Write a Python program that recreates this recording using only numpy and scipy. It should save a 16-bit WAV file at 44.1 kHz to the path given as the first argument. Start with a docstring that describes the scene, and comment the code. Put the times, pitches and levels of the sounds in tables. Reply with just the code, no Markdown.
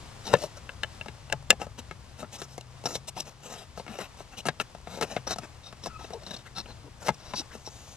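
"""A soft hiss and a low rumble come first, in a dead-sounding car cabin, with a faint hum for a while.
Then fingers rub and knock as they turn a small screw into a plastic bracket under the dashboard, close by.
Blows ring the struck part's own tones and a short rattle; rubbing is smooth noise mixed with tiny random slips.
Twists grate through the screw's resonances, and gliding tones with their octave make the squeaks.
Two microphone ports hear it all: the right one is weaker and out of step in the treble."""
import sys
import numpy as np
from scipy import signal
from scipy.fft import rfft, irfft, next_fast_len
from scipy.io import wavfile
from scipy.ndimage import uniform_filter1d, map_coordinates

SR = 44100
rng = np.random.default_rng(int(sys.argv[2]) if len(sys.argv) > 2 else 0)


def materialize(psi):
    """Save the field psi as 16-bit PCM at rate SR to the path in sys.argv[1].

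    A 1-D psi becomes a single channel; in a 2-D psi each row is a channel.
    """
    bounded = np.clip(np.atleast_2d(psi).T, -1, 1)
    quanta = np.round(bounded * 32767).astype(np.int16)
    wavfile.write(sys.argv[1], SR, quanta)


N = 351036
TIME = np.arange(N) / SR


def undb(db):
    """Turn decibels into an amplitude factor."""
    return 10 ** (np.asarray(db) / 20)


def unit(x):
    """Scale to rms 1."""
    return x / np.sqrt(np.mean(x ** 2))


def blend(a, b, share):
    """Mix two sounds, giving the second this share of the power."""
    share = np.clip(share, 0, 1)
    return np.sqrt(1 - share) * unit(a) + np.sqrt(share) * unit(b)


def add(out, s, sound):
    """Mix a sound in from time s."""
    room = out[int(s * SR):][:len(sound)]
    room += sound[:len(room)]


def over_hz(points, size):
    """Read (Hz, value) points at the bins of a transform, on a log pitch scale."""
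    hz, value = np.transpose(points)
    bins_hz = np.fft.rfftfreq(size, 1 / SR)
    return np.interp(np.log(bins_hz + 1), np.log(hz), value)


def colour(x, points):
    """Filter to a (Hz, dB) shape without smearing sound ahead of its start; rms 1 out."""
    size = next_fast_len(len(x), True) * 2
    cepstrum = irfft(np.log(undb(over_hz(points, size))))
    # folding the cepstrum makes the filter minimum-phase
    cepstrum[1:size // 2] *= 2
    cepstrum[size // 2 + 1:] = 0
    response = np.exp(rfft(cepstrum))
    return unit(irfft(rfft(x, size) * response)[:len(x)])


def band(x, lo_hz, hi_hz):
    """Keep only the sound between two pitches, with a causal filter."""
    sos = signal.butter(3, [lo_hz, hi_hz], "band", fs=SR, output="sos")
    return signal.sosfilt(sos, x)


def walk(rate):
    """Random levels, rate per second, joined by slopes; rms near 1."""
    hold = int(SR / rate)
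    steps = np.repeat(rng.standard_normal(N // hold + 1), hold)
    return unit(uniform_filter1d(steps, hold)[:N])


def fade(t, t60):
    """Exponential decay that falls 60 dB in t60 seconds."""
    return np.exp(-np.log(1000) * t / t60)


def hollow(x, echo_db, t60):
    """The cupped hand sends back a cloud of very near echoes, drawn afresh for each pose."""
    t = np.arange(SR // 50) / SR
    echoes = rng.standard_normal(len(t)) * fade(t, t60)
    response = 1. * (t == 0) + undb(echo_db) * echoes / np.linalg.norm(echoes)
    return signal.fftconvolve(x, response)[:len(x)]


# Background levels: (time_s, rumble_db, hiss_db); the hiss is louder at first
CABIN_LEVELS = [(0.0, -50.5, -47.5), (0.8, -49.5, -52), (1.4, -48.5, -52.5), (1.9, -52, -55),
                (7.95, -51, -54)]
# Tone colour of the rumble: (pitch_hz, level_db)
RUMBLE_COLOUR = [(15, -42), (30, -2.5), (45, -4.5), (65, 4.5), (90, 1), (125, 2), (160, -12), (200, -11.5),
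                 (300, -23), (600, -55.5)]
# Tone colour of the hiss: (pitch_hz, level_db)
HISS_COLOUR = [(100, 5), (300, -1.5), (1100, -1), (1500, -5.5), (3000, -8), (5500, -9.5), (7500, -13.5),
               (10000, -18.5), (14000, -32)]
RUMBLE_WAVER_DB, HISS_WAVER_DB = 2.1, 1


def cabin():
    """Coloured noise makes a wavering rumble, and hiss that is partly different at the two ports."""
    s, rumble_db, hiss_db = np.transpose(CABIN_LEVELS)
    rumble_gain = undb(np.interp(TIME, s, rumble_db) + RUMBLE_WAVER_DB * walk(3.6))
    rumble = rumble_gain * colour(rng.standard_normal(N), RUMBLE_COLOUR)
    hiss_gain = undb(np.interp(TIME, s, hiss_db) + HISS_WAVER_DB * walk(8.8))
    shared, left, right = (hiss_gain * colour(rng.standard_normal(N), HISS_COLOUR) for _ in range(3))
    return rumble + undb(-1.5) * shared, undb(-4.0) * np.array([left, right])


# Path of the faint hum: (time_s, pitch_hz, level_db)
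HUM_PATH = [(1.1, 135, -64), (1.4, 135, -45), (1.801, 124, -62), (2.3, 124, -53.5), (2.8, 132, -50),
            (3.3, 143, -53), (3.7, 140, -66)]
HUM_WAVER, HUM_FLUTTER_DB = 0.0418, 1.5  # waver as a share of the pitch; flutter in dB


def hum():
    """A faint low sine tone whose pitch wavers and whose level comes and goes."""
    s, hz, db = np.transpose(HUM_PATH)
    wavering_hz = np.interp(TIME, s, hz) * (1 + HUM_WAVER * walk(25))
    phase = 2 * np.pi * np.cumsum(wavering_hz) / SR
    return undb(np.interp(TIME, s, db) + HUM_FLUTTER_DB * walk(11)) * np.sin(phase)


def slips(rate, scatter_db):
    """Tiny stick-slip releases at random moments (rate per second), a few much larger than the rest."""
    sizes = undb(scatter_db * np.minimum(rng.exponential(size=N), 5))
    happens = rng.random(N) < rate / SR
    return unit(happens * sizes * rng.choice([-1, 1], N))


# Countless small modes stirred by blows and ticks, also heard in blow_sound: (pitch_hz, level_db)
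RATTLE_COLOUR = [(60, -34), (150, 14.5), (280, -0.5), (600, 6), (1000, -2.5), (1600, -9), (3000, -13),
                 (5500, -5), (8000, -14), (11000, -21.5), (15000, -35)]
FIDGET_PER_S, FIDGET_DB = 26, -66


def fidget():
    """Faint stray ticks of nail and screw, scattered at random as the fingers shift their hold."""
    ticks = colour(slips(rate=FIDGET_PER_S, scatter_db=2.0), RATTLE_COLOUR)
    return undb(FIDGET_DB) * unit(hollow(ticks, echo_db=-2.5, t60=0.016))


def blow_sound(modes, ring_hz, rattle_db, rattle_t60, tick_db, tail_db, tail_t60,
               spot_db, detune, echo_db, local_db, local_t60):
    """A struck part rings in its own fading tones, with a tick, a noisy rattle and a tone of the spot."""
    t = np.arange(SR // 4) / SR
    hz, mode_db, mode_t60 = np.transpose(modes)[:, :, None]
    spot, stretch = rng.standard_normal((2, len(modes), 1))  # no two blows land on the same spot
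    tones = np.sin(2 * np.pi * hz * (1 + detune * stretch) * t) * fade(t, mode_t60)
    ring = (undb(mode_db + spot_db * spot) * tones).sum(axis=0)
    local = unit(np.sin(2 * np.pi * ring_hz * t) * fade(t, local_t60))
    rattle_fade = fade(t, rattle_t60) + undb(tail_db) * fade(t, tail_t60)
    rattle = colour(rng.standard_normal(len(t)) * rattle_fade, RATTLE_COLOUR)
    tick = colour(1. * (t == 0), RATTLE_COLOUR)
    mix = unit(ring) + undb(local_db) * local + undb(rattle_db) * rattle + undb(tick_db) * tick
    return hollow(mix, echo_db, t60=0.015)


# a light touch lands on soft flesh, so the weaker the blow, the larger its share of thud
THUD_DB_PER_DB, LIGHT_TOUCH_DB = -0.1321, -58.5
# parts slide for a moment before they strike
LEAD_IN_S, LEAD_IN_DB = 0.0054, -10.5


def blows(table, modes, thud_db, crack_t60, **sound_settings):
    """Each blow slides in, then sounds in bands: thud, tock with clack, and a crack that dies first."""
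    out, t = np.zeros(N), np.arange(SR // 4) / SR
    rise = np.linspace(0, 1, int(LEAD_IN_S * SR))
    for s, db, crack_db, clack_db, ring_hz in table:
        sound = blow_sound(modes, ring_hz, **sound_settings)
        thud, tock = band(sound, 110, 400), band(sound, 400, 1400)
        clack, crack = band(sound, 1400, 3300), band(sound, 3300, 15000)
        body = unit(tock) + undb(clack_db) * unit(clack)
        flesh_db = thud_db + THUD_DB_PER_DB * (db - LIGHT_TOUCH_DB)
        crack = crack * fade(t, crack_t60)  # plastic damps treble first
        for part, gain_db in (thud, flesh_db), (body, 0), (crack, crack_db):
            rms = np.sqrt(np.sum(part ** 2) / (.02 * SR))  # whole energy spread over 20 ms
            add(out, s, undb(db + gain_db) * part / rms)
        slide = colour(rng.standard_normal(len(t)), RATTLE_COLOUR)[-len(rise):]
        add(out, s - LEAD_IN_S, undb(db + LEAD_IN_DB) * rise * slide)
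    return out


# In all four blow tables crack_db is relative to level_db, and clack_db is upper middle against lower
# Hand and parts bumping the trim: (start_s, level_db, crack_db, clack_db, pitch_hz)
BUMP_TIMES = [(0.437, -35.5, -12, -16, 590), (1.06, -44, -13, -8, 830), (1.084, -42.5, -12, 3.5, 437),
              (1.3315, -34.5, -30, -14, 660), (1.5022, -25, -16, -14, 540), (1.5275, -36.5, -16, -13, 689),
              (1.6163, -35, -14, -5, 500), (1.6672, -44, -18, -16, 600), (1.9112, -41, -15, 3.5, 1280),
              (2.229, -38.5, -27, -15, 620), (2.244, -49, -27, 0, 1350), (2.4175, -40, -4.5, -3.5, 414),
              (2.5796, -40.5, -7.5, -8.5, 710), (2.839, -45, -8.5, -10, 560), (2.8562, -33.5, -9, -8, 713),
              (2.954, -36.5, -1, -5, 514), (3.167, -44, -15, -4, 746), (3.7754, -40.5, -13, -10.5, 490),
              (3.7974, -40.5, -18, -11, 540), (3.865, -47.5, -14, -2, 354), (3.8795, -44, -14, 1, 302),
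              (3.9874, -38, -15, -8, 506), (4.205, -45, -28, -12, 683), (4.4547, -36, -10, -8, 700),
              (4.4857, -26, -12, 0, 730), (4.7492, -44, -16, -12, 710), (4.872, -41.5, -24, -7.5, 710),
              (4.9735, -42.5, -12, -12, 560), (4.986, -41, -20, -14, 475), (5.0116, -32, -5.5, -3.5, 468),
              (5.0245, -31.5, -7, 3, 480), (5.031, -33.5, -5, -6, 450), (5.1653, -29, -23, -6.5, 600),
              (5.36, -43, -9, -10, 850), (5.385, -38, -3.5, -6.5, 710), (5.7265, -48, -10.5, -1.5, 1103),
              (5.86, -37, -7, -8, 1035), (5.869, -38, -9, -12, 734), (6.105, -44, -13, -10, 467),
              (7.0835, -28.5, -9.5, -2.5, 1000), (7.09, -23.5, -19, -8, 890), (7.336, -34, -18, -6, 996),
              (7.5513, -45.5, -12, -11, 416), (7.674, -43, -20, -20, 836)]
# Ringing tones of the hollow trim panel: (pitch_hz, level_db, t60_s)
TRIM_TONES = [(223, -3, 0.075), (403, -16.5, 0.11), (500, 2.5, 0.019), (700, 4.5, 0.026), (852, -3, 0.07),
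              (1286, -4, 0.047), (1676, -8.5, 0.038), (2143, -7.5, 0.05), (2740, -3, 0.025),
              (3880, -14.5, 0.055), (5600, -41.5, 0.021)]


def bumps():
    """Dull bumps ring the hollow trim panel, with a strong rattle and tick."""
    return blows(BUMP_TIMES, TRIM_TONES, thud_db=-3.0, crack_t60=0.12,
                 rattle_db=0.5, rattle_t60=0.047, tick_db=-9.5, tail_db=-29.5, tail_t60=0.15,
                 spot_db=5.5, detune=0.019, echo_db=-21.0, local_db=-3, local_t60=0.036)


# The hand knocking the dashboard itself: (start_s, level_db, crack_db, clack_db, pitch_hz)
KNOCK_TIMES = [(0.3315, -32.5, -16, -5, 915), (0.338, -15, -18.5, -9, 583), (0.3505, -32.5, -31, -2, 510)]
# Ringing tones of the dashboard shell: (pitch_hz, level_db, t60_s)
DASH_TONES = [(188, 5.5, 0.053), (440, -8, 0.042), (506, 6.5, 0.065), (567, 1, 0.044), (710, 3, 0.028),
              (895, 1.5, 0.03), (1000, -2, 0.035), (1370, -5, 0.03), (1736, -6, 0.046), (2030, -21, 0.03),
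              (2740, -9, 0.046), (3770, -2, 0.028), (4800, -6, 0.032), (7700, -1, 0.023)]


def knocks():
    """Knocks of the hand ring the dashboard shell, strongest in its low tones."""
    return blows(KNOCK_TIMES, DASH_TONES, thud_db=-4.5, crack_t60=0.049,
                 rattle_db=-5, rattle_t60=0.029, tick_db=-18, tail_db=-28, tail_t60=0.14,
                 spot_db=4.0, detune=0.0049, echo_db=-8, local_db=-13.0, local_t60=0.029)


# Screw and hard plastic clicking together: (start_s, level_db, crack_db, clack_db, pitch_hz)
CLICK_TIMES = [(0.6924, -39, -22, 6.5, 1690), (0.8341, -29, -13.5, 11.5, 1734),
               (0.8445, -42.5, -16, 2, 1650), (1.0117, -37, -22, 9.5, 2730), (1.2995, -43, -10, 2, 2750),
               (1.3245, -27, -16.5, 6.5, 1640), (1.3262, -33.5, -1, 24, 3820), (2.6106, -54, 5, 2, 2770),
               (4.6, -28.5, -10, 6, 1240), (4.609, -42, -19, 2, 900)]
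# Ringing tones of the bracket: (pitch_hz, level_db, t60_s)
BRACKET_TONES = [(600, -11, 0.031), (890, 5.5, 0.0385), (1363, 2, 0.037), (1656, 3.5, 0.03),
                 (2020, 3, 0.018), (2220, -1.5, 0.024), (2714, 9, 0.018), (3000, -9, 0.044),
                 (3740, 3.5, 0.018), (4000, -6, 0.03), (5120, -7, 0.019), (6600, -2, 0.021),
                 (7200, -16.5, 0.025), (8440, -6, 0.022)]


def clicks():
    """The screw strikes hard plastic, and the bracket rings briefly with little thud."""
    return blows(CLICK_TIMES, BRACKET_TONES, thud_db=-20, crack_t60=0.051,
                 rattle_db=-2.5, rattle_t60=0.041, tick_db=-18, tail_db=-26, tail_t60=0.069,
                 spot_db=3.5, detune=0.01, echo_db=-5.5, local_db=-13.5, local_t60=0.036)


# The screw snapping hard against the metal: (start_s, level_db, crack_db, clack_db, pitch_hz)
SNAP_TIMES = [(1.5048, -13.5, -1.5, 20, 2740)]
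# Ringing tones of the screw and metal fitting: (pitch_hz, level_db, t60_s)
METAL_TONES = [(1730, -2.5, 0.045), (2090, -1.5, 0.022), (2580, -2.5, 0.039), (2760, 6.5, 0.035),
               (3120, 0, 0.02), (3500, 0, 0.024), (3710, -2, 0.02), (4480, -10.5, 0.015), (4920, -4, 0.016),
               (6360, -3, 0.016), (7200, 5.5, 0.025), (7510, -15.5, 0.027), (8370, -9, 0.017),
               (9230, -8.5, 0.018)]


def snaps():
    """A sharp snap rings the screw and metal fitting, nearly in tune with the table."""
    return blows(SNAP_TIMES, METAL_TONES, thud_db=-21, crack_t60=0.068,
                 rattle_db=-3, rattle_t60=0.04, tick_db=-32, tail_db=-14, tail_t60=0.065,
                 spot_db=-1.0, detune=0.00096, echo_db=-32.5, local_db=-15.5, local_t60=0.035)


GLIDE_WAVER_DB = 2  # unevenness of smoothly gliding skin


def skin_textures():
    """Gliding skin is uneven noise; dragging skin slips in sparse or dense jerks as the grip lets go."""
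    grip = unit(undb(2.6 * walk(150) + 1.63 * walk(55)))
    gliding = rng.standard_normal(N) * undb(GLIDE_WAVER_DB * walk(70))
    coarse = grip * slips(rate=420, scatter_db=2.5)
    fine = grip * slips(rate=2700, scatter_db=1.5)
    return gliding, coarse, fine


SWELL_SHARE = 0.49  # part of a push's length spent building pressure
PUSH_CURVE = 1  # 1 is a straight rise and fall; above 1 the crest is sharper


def swell_and_dying(length):
    """Split a push's length into seconds before and after its crest."""
    return SWELL_SHARE * length, (1 - SWELL_SHARE) * length


def pressure(crest, swell, dying):
    """The stretch of time that a push takes, and its rising and falling force."""
    span = slice(int((crest - swell) * SR), int((crest + dying) * SR))
    force = np.interp(TIME[span], [crest - swell, crest, crest + dying], [0, 1, 0])
    return span, force ** PUSH_CURVE


RING_GLIDE = 0.05  # typical share by which a resonance drifts either side of its centre in a push


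def sweep(x, hz, width):
    """A resonance (width as a share of its centre) that drifts up or down as the finger rolls."""
    speed = np.exp(RING_GLIDE * rng.standard_normal() * np.linspace(-1, 1, len(x)))
    ringing = band(x, hz * (1 - width / 2), hz * (1 + width / 2))
    # reading the sound faster or slower bends its pitch
    return unit(map_coordinates(ringing, [np.cumsum(speed)], mode="mirror"))


# The trim under a rubbing finger: (pitch_hz, level_db)
TRIM_RUB_COLOUR = [(70, -28), (190, 8.5), (290, 0), (480, 2.5), (730, 4), (1000, -1), (1170, -5),
                   (1320, 0.5), (1550, -5), (2300, -10), (2750, 0), (3100, -14), (4500, -32)]
# Dry skin and nail: (pitch_hz, level_db)
RASP_COLOUR = [(1200, -29), (2600, 8), (3700, 4), (4500, -3), (5800, 8), (7100, 1), (9000, 0),
               (10500, -8.5), (12000, -1), (14500, -34)]
# The screw grating in its hole: (pitch_hz, level_db)
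SCREW_COLOUR = [(2000, -31), (3250, -9), (3850, 8.5), (4200, -0.5), (4650, -3.5), (5200, 1), (5600, 6),
                (6200, -3), (8000, -19.5), (10000, -37), (13000, -37.5)]
HOLD_DETUNE = 0.018  # typical share by which resonances shift from hold to hold
SCREW_RING_WIDTH, SKIN_RING_WIDTH = 0.11, 0.27  # resonance the grip picks out, share of its centre
TWIST_SCREW_SHARE = 0.84  # share of the rasp's power that rings the screw, in twists and catches


def rub(out, textures, crest, swell, dying, trim_db, rasp_db, share, ring_hz, ring_db, width, grain):
    """One push of the fingers shakes the trim, rasps and rings the screw; each hold shifts the tones."""
    span, push = pressure(crest, swell, dying)
    gliding, coarse, fine = (texture[span] for texture in textures)
    hold = [np.exp(HOLD_DETUNE * rng.standard_normal()), 1]  # moves the pitches, not the levels
    heavy = blend(gliding, coarse + 0.65 * fine, grain)
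    light = blend(gliding, fine + .5 * coarse, grain)
    skin = colour(light, np.array(RASP_COLOUR) * hold)
    screw = colour(heavy, np.array(SCREW_COLOUR) * hold)
    scrape = unit(blend(skin, screw, share)) + undb(ring_db) * sweep(light, ring_hz, width)
    trim = colour(heavy, np.array(TRIM_RUB_COLOUR) * hold)
    for sound, db in (trim, trim_db), (scrape, rasp_db):
        out[span] += undb(db) * push * unit(hollow(sound, echo_db=-3.5, t60=0.026))


# Skin dragging on the trim: (crest_s, length_s, level_db, pitch_hz)
SCUFF_TIMES = [(0.277, 0.02, -41, 830), (0.305, 0.056, -39, 447), (0.392, 0.04, -42, 576),
               (0.435, 0.07, -37, 597), (0.443, 0.027, -41.5, 890), (2.238, 0.05, -43, 238),
               (3.177, 0.022, -38.5, 810), (3.896, 0.081, -42, 206), (4.994, 0.02, -41, 520),
               (5.031, 0.069, -37, 423), (5.124, 0.05, -43, 640), (6.014, 0.03, -48, 820),
               (6.14, 0.031, -39, 700), (6.23, 0.065, -52.5, 600), (6.313, 0.022, -45, 790),
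               (7.398, 0.056, -43.5, 292), (7.413, 0.02, -56, 700)]
SCUFF_WIDTH = 0.28  # width of a scuff's resonance as a share of its centre


def scuffs(textures):
    """Skin drags on the trim and makes it groan: sparse slips heard through one narrow resonance."""
    out, coarse = np.zeros(N), textures[1]
    for s, length, db, ring_hz in SCUFF_TIMES:
        span, push = pressure(s, *swell_and_dying(length))
        groan = band(coarse, ring_hz * (1 - SCUFF_WIDTH / 2), ring_hz * (1 + SCUFF_WIDTH / 2))
        out[span] += undb(db) * push * unit(groan[span])
    return out


# Fingers sliding over plastic, and in the last row a sleeve brushing past; grain runs from 0 smooth gliding to
# 1 jerky slips: # (crest_s, length_s, trim_db, rasp_db, pitch_hz, grain)
STROKE_TIMES = [(0.32, 0.12, -38, -44.5, 5840, 0.7), (0.373, 0.078, -50, -50, 2740, 0.9),
                (0.426, 0.11, -39.5, -40, 5200, 0.8), (0.576, 0.046, -47.5, -50, 5800, 0.4),
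                (1.626, 0.07, -37, -45, 6730, 1), (1.793, 0.037, -40.5, -43, 3500, 0.7),
                (2.21, 0.081, -45, -47.5, 5670, 0.64), (2.345, 0.065, -45.5, -40.5, 6050, 0.4),
                (2.416, 0.099, -45, -43.5, 5800, 0.5), (2.53, 0.12, -59.5, -53.5, 5750, 0.6),
                (2.911, 0.17, -41.5, -41.5, 6360, 0.26), (3.087, 0.033, -43.5, -35, 7140, 0.23),
                (3.193, 0.085, -40.5, -40, 5800, 0.7), (3.205, 0.016, -48, -29.5, 6400, 0.7),
                (3.283, 0.095, -49, -50, 5900, 0.75), (3.466, 0.11, -46, -47.5, 7000, 0.5),
                (3.525, 0.092, -44, -45, 6840, 0.46), (3.59, 0.15, -46.5, -47, 3360, 0.3),
                (3.789, 0.071, -59, -47.5, 4500, 0.3), (3.928, 0.13, -43, -48, 2640, 0.83),
                (4.003, 0.052, -37, -40, 6600, 0.56), (4.036, 0.074, -42, -44, 2880, 0.62),
                (4.203, 0.073, -47, -47, 2800, 0.8), (4.34, 0.059, -46.5, -55.5, 5800, 0.2),
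                (4.39, 0.053, -44, -37, 2630, 0.26), (4.47, 0.029, -28, -33, 8900, 0.3),
                (4.614, 0.028, -33, -36, 2700, 0.2), (4.95, 0.23, -44.5, -48, 4100, 0.02),
                (5.032, 0.055, -32.5, -43, 2600, 0.8), (5.126, 0.17, -42.5, -46, 6340, 0.2),
                (5.441, 0.061, -41, -48.5, 6800, 0.6), (6.135, 0.106, -53, -55, 2680, 0.7),
                (6.468, 0.028, -47, -51, 2780, 0.7), (7.031, 0.065, -43.5, -46, 6400, 0.4),
                (7.079, 0.065, -34.5, -35.5, 5000, 0.77), (7.145, 0.025, -56, -50, 4560, 0.2),
                (7.411, 0.042, -44, -51, 4800, 0.3), (7.548, 0.084, -48, -52, 5800, 0.4),
                (7.858, 1, -60, -53, 6940, 0.04)]
STROKE_SCREW_SHARE, SKIN_RING_DB = 0.22, -4  # screw's share of the rasp; strength of the grip's resonance


def strokes(textures):
    """Fingers slide over plastic, and at the end a sleeve brushes past, with mostly skin and only a little
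    screw in the rasp."""
    out = np.zeros(N)
    for s, length, trim_db, rasp_db, ring_hz, grain in STROKE_TIMES:
        rub(out, textures, s, *swell_and_dying(length), trim_db, rasp_db,
            STROKE_SCREW_SHARE, ring_hz, SKIN_RING_DB, SKIN_RING_WIDTH, grain)
    return out


# Thread and fingertips squeaking; roughness runs from 0 to 1:
# (start_s, end_s, first_pitch_hz, last_pitch_hz, level_db, roughness)
SQUEAK_TIMES = [(5.87, 5.943, 1322, 1300, -49.5, 0.05), (5.919, 5.987, 1286, 1275, -46, 0.025),
                (5.974, 6.057, 1290, 1290, -48.5, 0.02), (6.075, 6.125, 1280, 1320, -57, 0.08),
                (6.12, 6.185, 486, 440, -38.5, 0.06), (6.45, 6.493, 1390, 1870, -46, 0.19),
                (6.557, 6.595, 1348, 1280, -41.5, 0), (6.836, 6.897, 411, 370, -48, 0.34),
                (7.487, 7.561, 1880, 1524, -51.5, 0.19)]
SQUEAK_OCTAVE_DB, SQUEAK_FLUTTER_DB = -9.5, 2.5
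SQUEAK_WANDER = 0.008  # share by which a squeak's pitch wanders


def squeaks():
    """The slips fall almost into step for a moment: an unsteady gliding tone and its octave."""
    out, wobble, flutter = np.zeros(N), walk(500), undb(SQUEAK_FLUTTER_DB * walk(110))
    wander = SQUEAK_WANDER * walk(35)
    for start, end, from_hz, to_hz, db, rough in SQUEAK_TIMES:
        span = slice(int(start * SR), int(end * SR))
        progress = np.linspace(0, 1, span.stop - span.start)
        glide_hz = from_hz + (to_hz - from_hz) * progress
        unsteady_hz = glide_hz * (1 + wander[span] + rough * wobble[span])
        phase = 2 * np.pi * np.cumsum(unsteady_hz) / SR
        tone = np.sin(phase) + undb(SQUEAK_OCTAVE_DB) * np.sin(2 * phase)
        out[span] += undb(db) * np.sin(np.pi * progress) * flutter[span] * tone
    return out


# The thread catching and slipping free: (crest_s, rasp_db, trim_db, pitch_hz)
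CATCH_TIMES = [(2.858, -25, -33, 5660), (2.907, -44, -44, 6800), (5.333, -36, -51, 4000),
               (5.995, -53, -46, 2800), (6.045, -49, -39, 3970), (6.1341, -42.5, -47, 5600),
               (6.2334, -53, -52, 4040), (6.266, -39.5, -47, 4100), (6.3092, -36, -39, 3880),
               (6.341, -34.5, -42, 3640), (6.3659, -41.5, -49, 4400), (6.6595, -56, -43.5, 2960),
               (7.404, -42, -49, 4400)]
CATCH_ATTACK_S, CATCH_RELEASE_S, CATCH_RING_DB = 0.0022, 0.014, 5
CATCH_GRAIN = 0.42  # share of jerky slips


def catches(textures):
    """The thread catches and slips free: a very short push with a strong ring."""
    out = np.zeros(N)
    for s, rasp_db, trim_db, ring_hz in CATCH_TIMES:
        rub(out, textures, s, CATCH_ATTACK_S, CATCH_RELEASE_S, trim_db, rasp_db,
            TWIST_SCREW_SHARE, ring_hz, CATCH_RING_DB, SCREW_RING_WIDTH, CATCH_GRAIN)
    return out


# The screw being twisted; the grip sets where it rings:
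# (crest_s, length_s, trim_db, rasp_db, pitch_hz, ring_db)
TWIST_TIMES = [(0.27, 0.065, -42, -37.5, 5600, -2), (2.87, 0.016, -31.5, -34.5, 5600, 1),
               (2.954, 0.047, -49, -35.5, 3700, -5), (5.277, 0.025, -31, -31.5, 5450, -1),
               (5.317, 0.064, -32.5, -30.5, 5370, -10), (5.672, 0.1, -51, -46, 5600, -2),
               (5.857, 0.073, -45.5, -39.5, 5440, -2), (6.036, 0.11, -51, -48, 4080, -14),
               (6.31, 0.26, -48, -48, 3040, -14), (6.586, 0.076, -39.5, -34, 4080, -0.5),
               (6.702, 0.072, -47, -49.5, 4160, 4), (7.28, 0.24, -51, -50.5, 4870, -9),
               (7.378, 0.086, -51.5, -30.5, 4930, -1.5), (7.671, 0.048, -52.5, -39.5, 5540, 3.5)]
TWIST_GRAIN = 0.74  # share of jerky slips


def twists(textures):
    """The screw is twisted and grates in its hole, in jerky slips that ring mostly the screw."""
    out = np.zeros(N)
    for s, length, trim_db, rasp_db, ring_hz, ring_db in TWIST_TIMES:
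        rub(out, textures, s, *swell_and_dying(length), trim_db, rasp_db,
            TWIST_SCREW_SHARE, ring_hz, ring_db, SCREW_RING_WIDTH, TWIST_GRAIN)
    return out


# Level of the right port against the left: (pitch_hz, level_db)
RIGHT_PORT_LEVEL = [(60, -5.5), (300, -7), (1200, -6), (2500, -8), (4400, -5.5), (8000, -0.5),
                    (14000, -3.5)]
# Lag of the right port behind the left: (pitch_hz, lag_radians)
RIGHT_PORT_LAG = [(100, 0.49), (2700, -0.64), (4500, -1.5), (5400, -1.55), (6200, -1.46), (7200, -1.27),
                  (8200, 1.53), (9500, 1.35), (10500, 1.88), (14000, 1.5)]


def ports(x):
    """The left port faces the work; the right is shaded, so weaker, and out of step in the treble."""
    size = 2 * next_fast_len(N, True)
    right = undb(over_hz(RIGHT_PORT_LEVEL, size)) * np.exp(-1j * over_hz(RIGHT_PORT_LAG, size))
    both = np.array([np.ones_like(right), right])
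    balance = 2 / (1 + np.abs(right))  # keeps the average strength of the two ports
    return irfft(rfft(x, size) * both * balance)[:, :N]


def scene():
    """All the handling happens in one spot; each port catches its own faint near echoes of it."""
    background, port_hiss = cabin()
    textures = skin_textures()
    struck = bumps() + knocks() + clicks() + snaps()
    rubbed = scuffs(textures) + strokes(textures) + catches(textures) + twists(textures)
    handling = ports(fidget() + struck + rubbed + squeaks())
    heard = np.array([hollow(port, echo_db=-21, t60=0.008) for port in handling])
    return heard + ports(background + hum()) + port_hiss


TOP_HZ = 14400


def record(dry):
    """Peaks beyond 0.88 are cut flat, then a steep filter removes the treble above TOP_HZ."""
    low_pass = signal.ellip(10, .1, 70, TOP_HZ, fs=SR, output="sos")
    return signal.sosfiltfilt(low_pass, np.clip(dry, -.88, .88))


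dry = scene()
out = record(dry)
materialize(out)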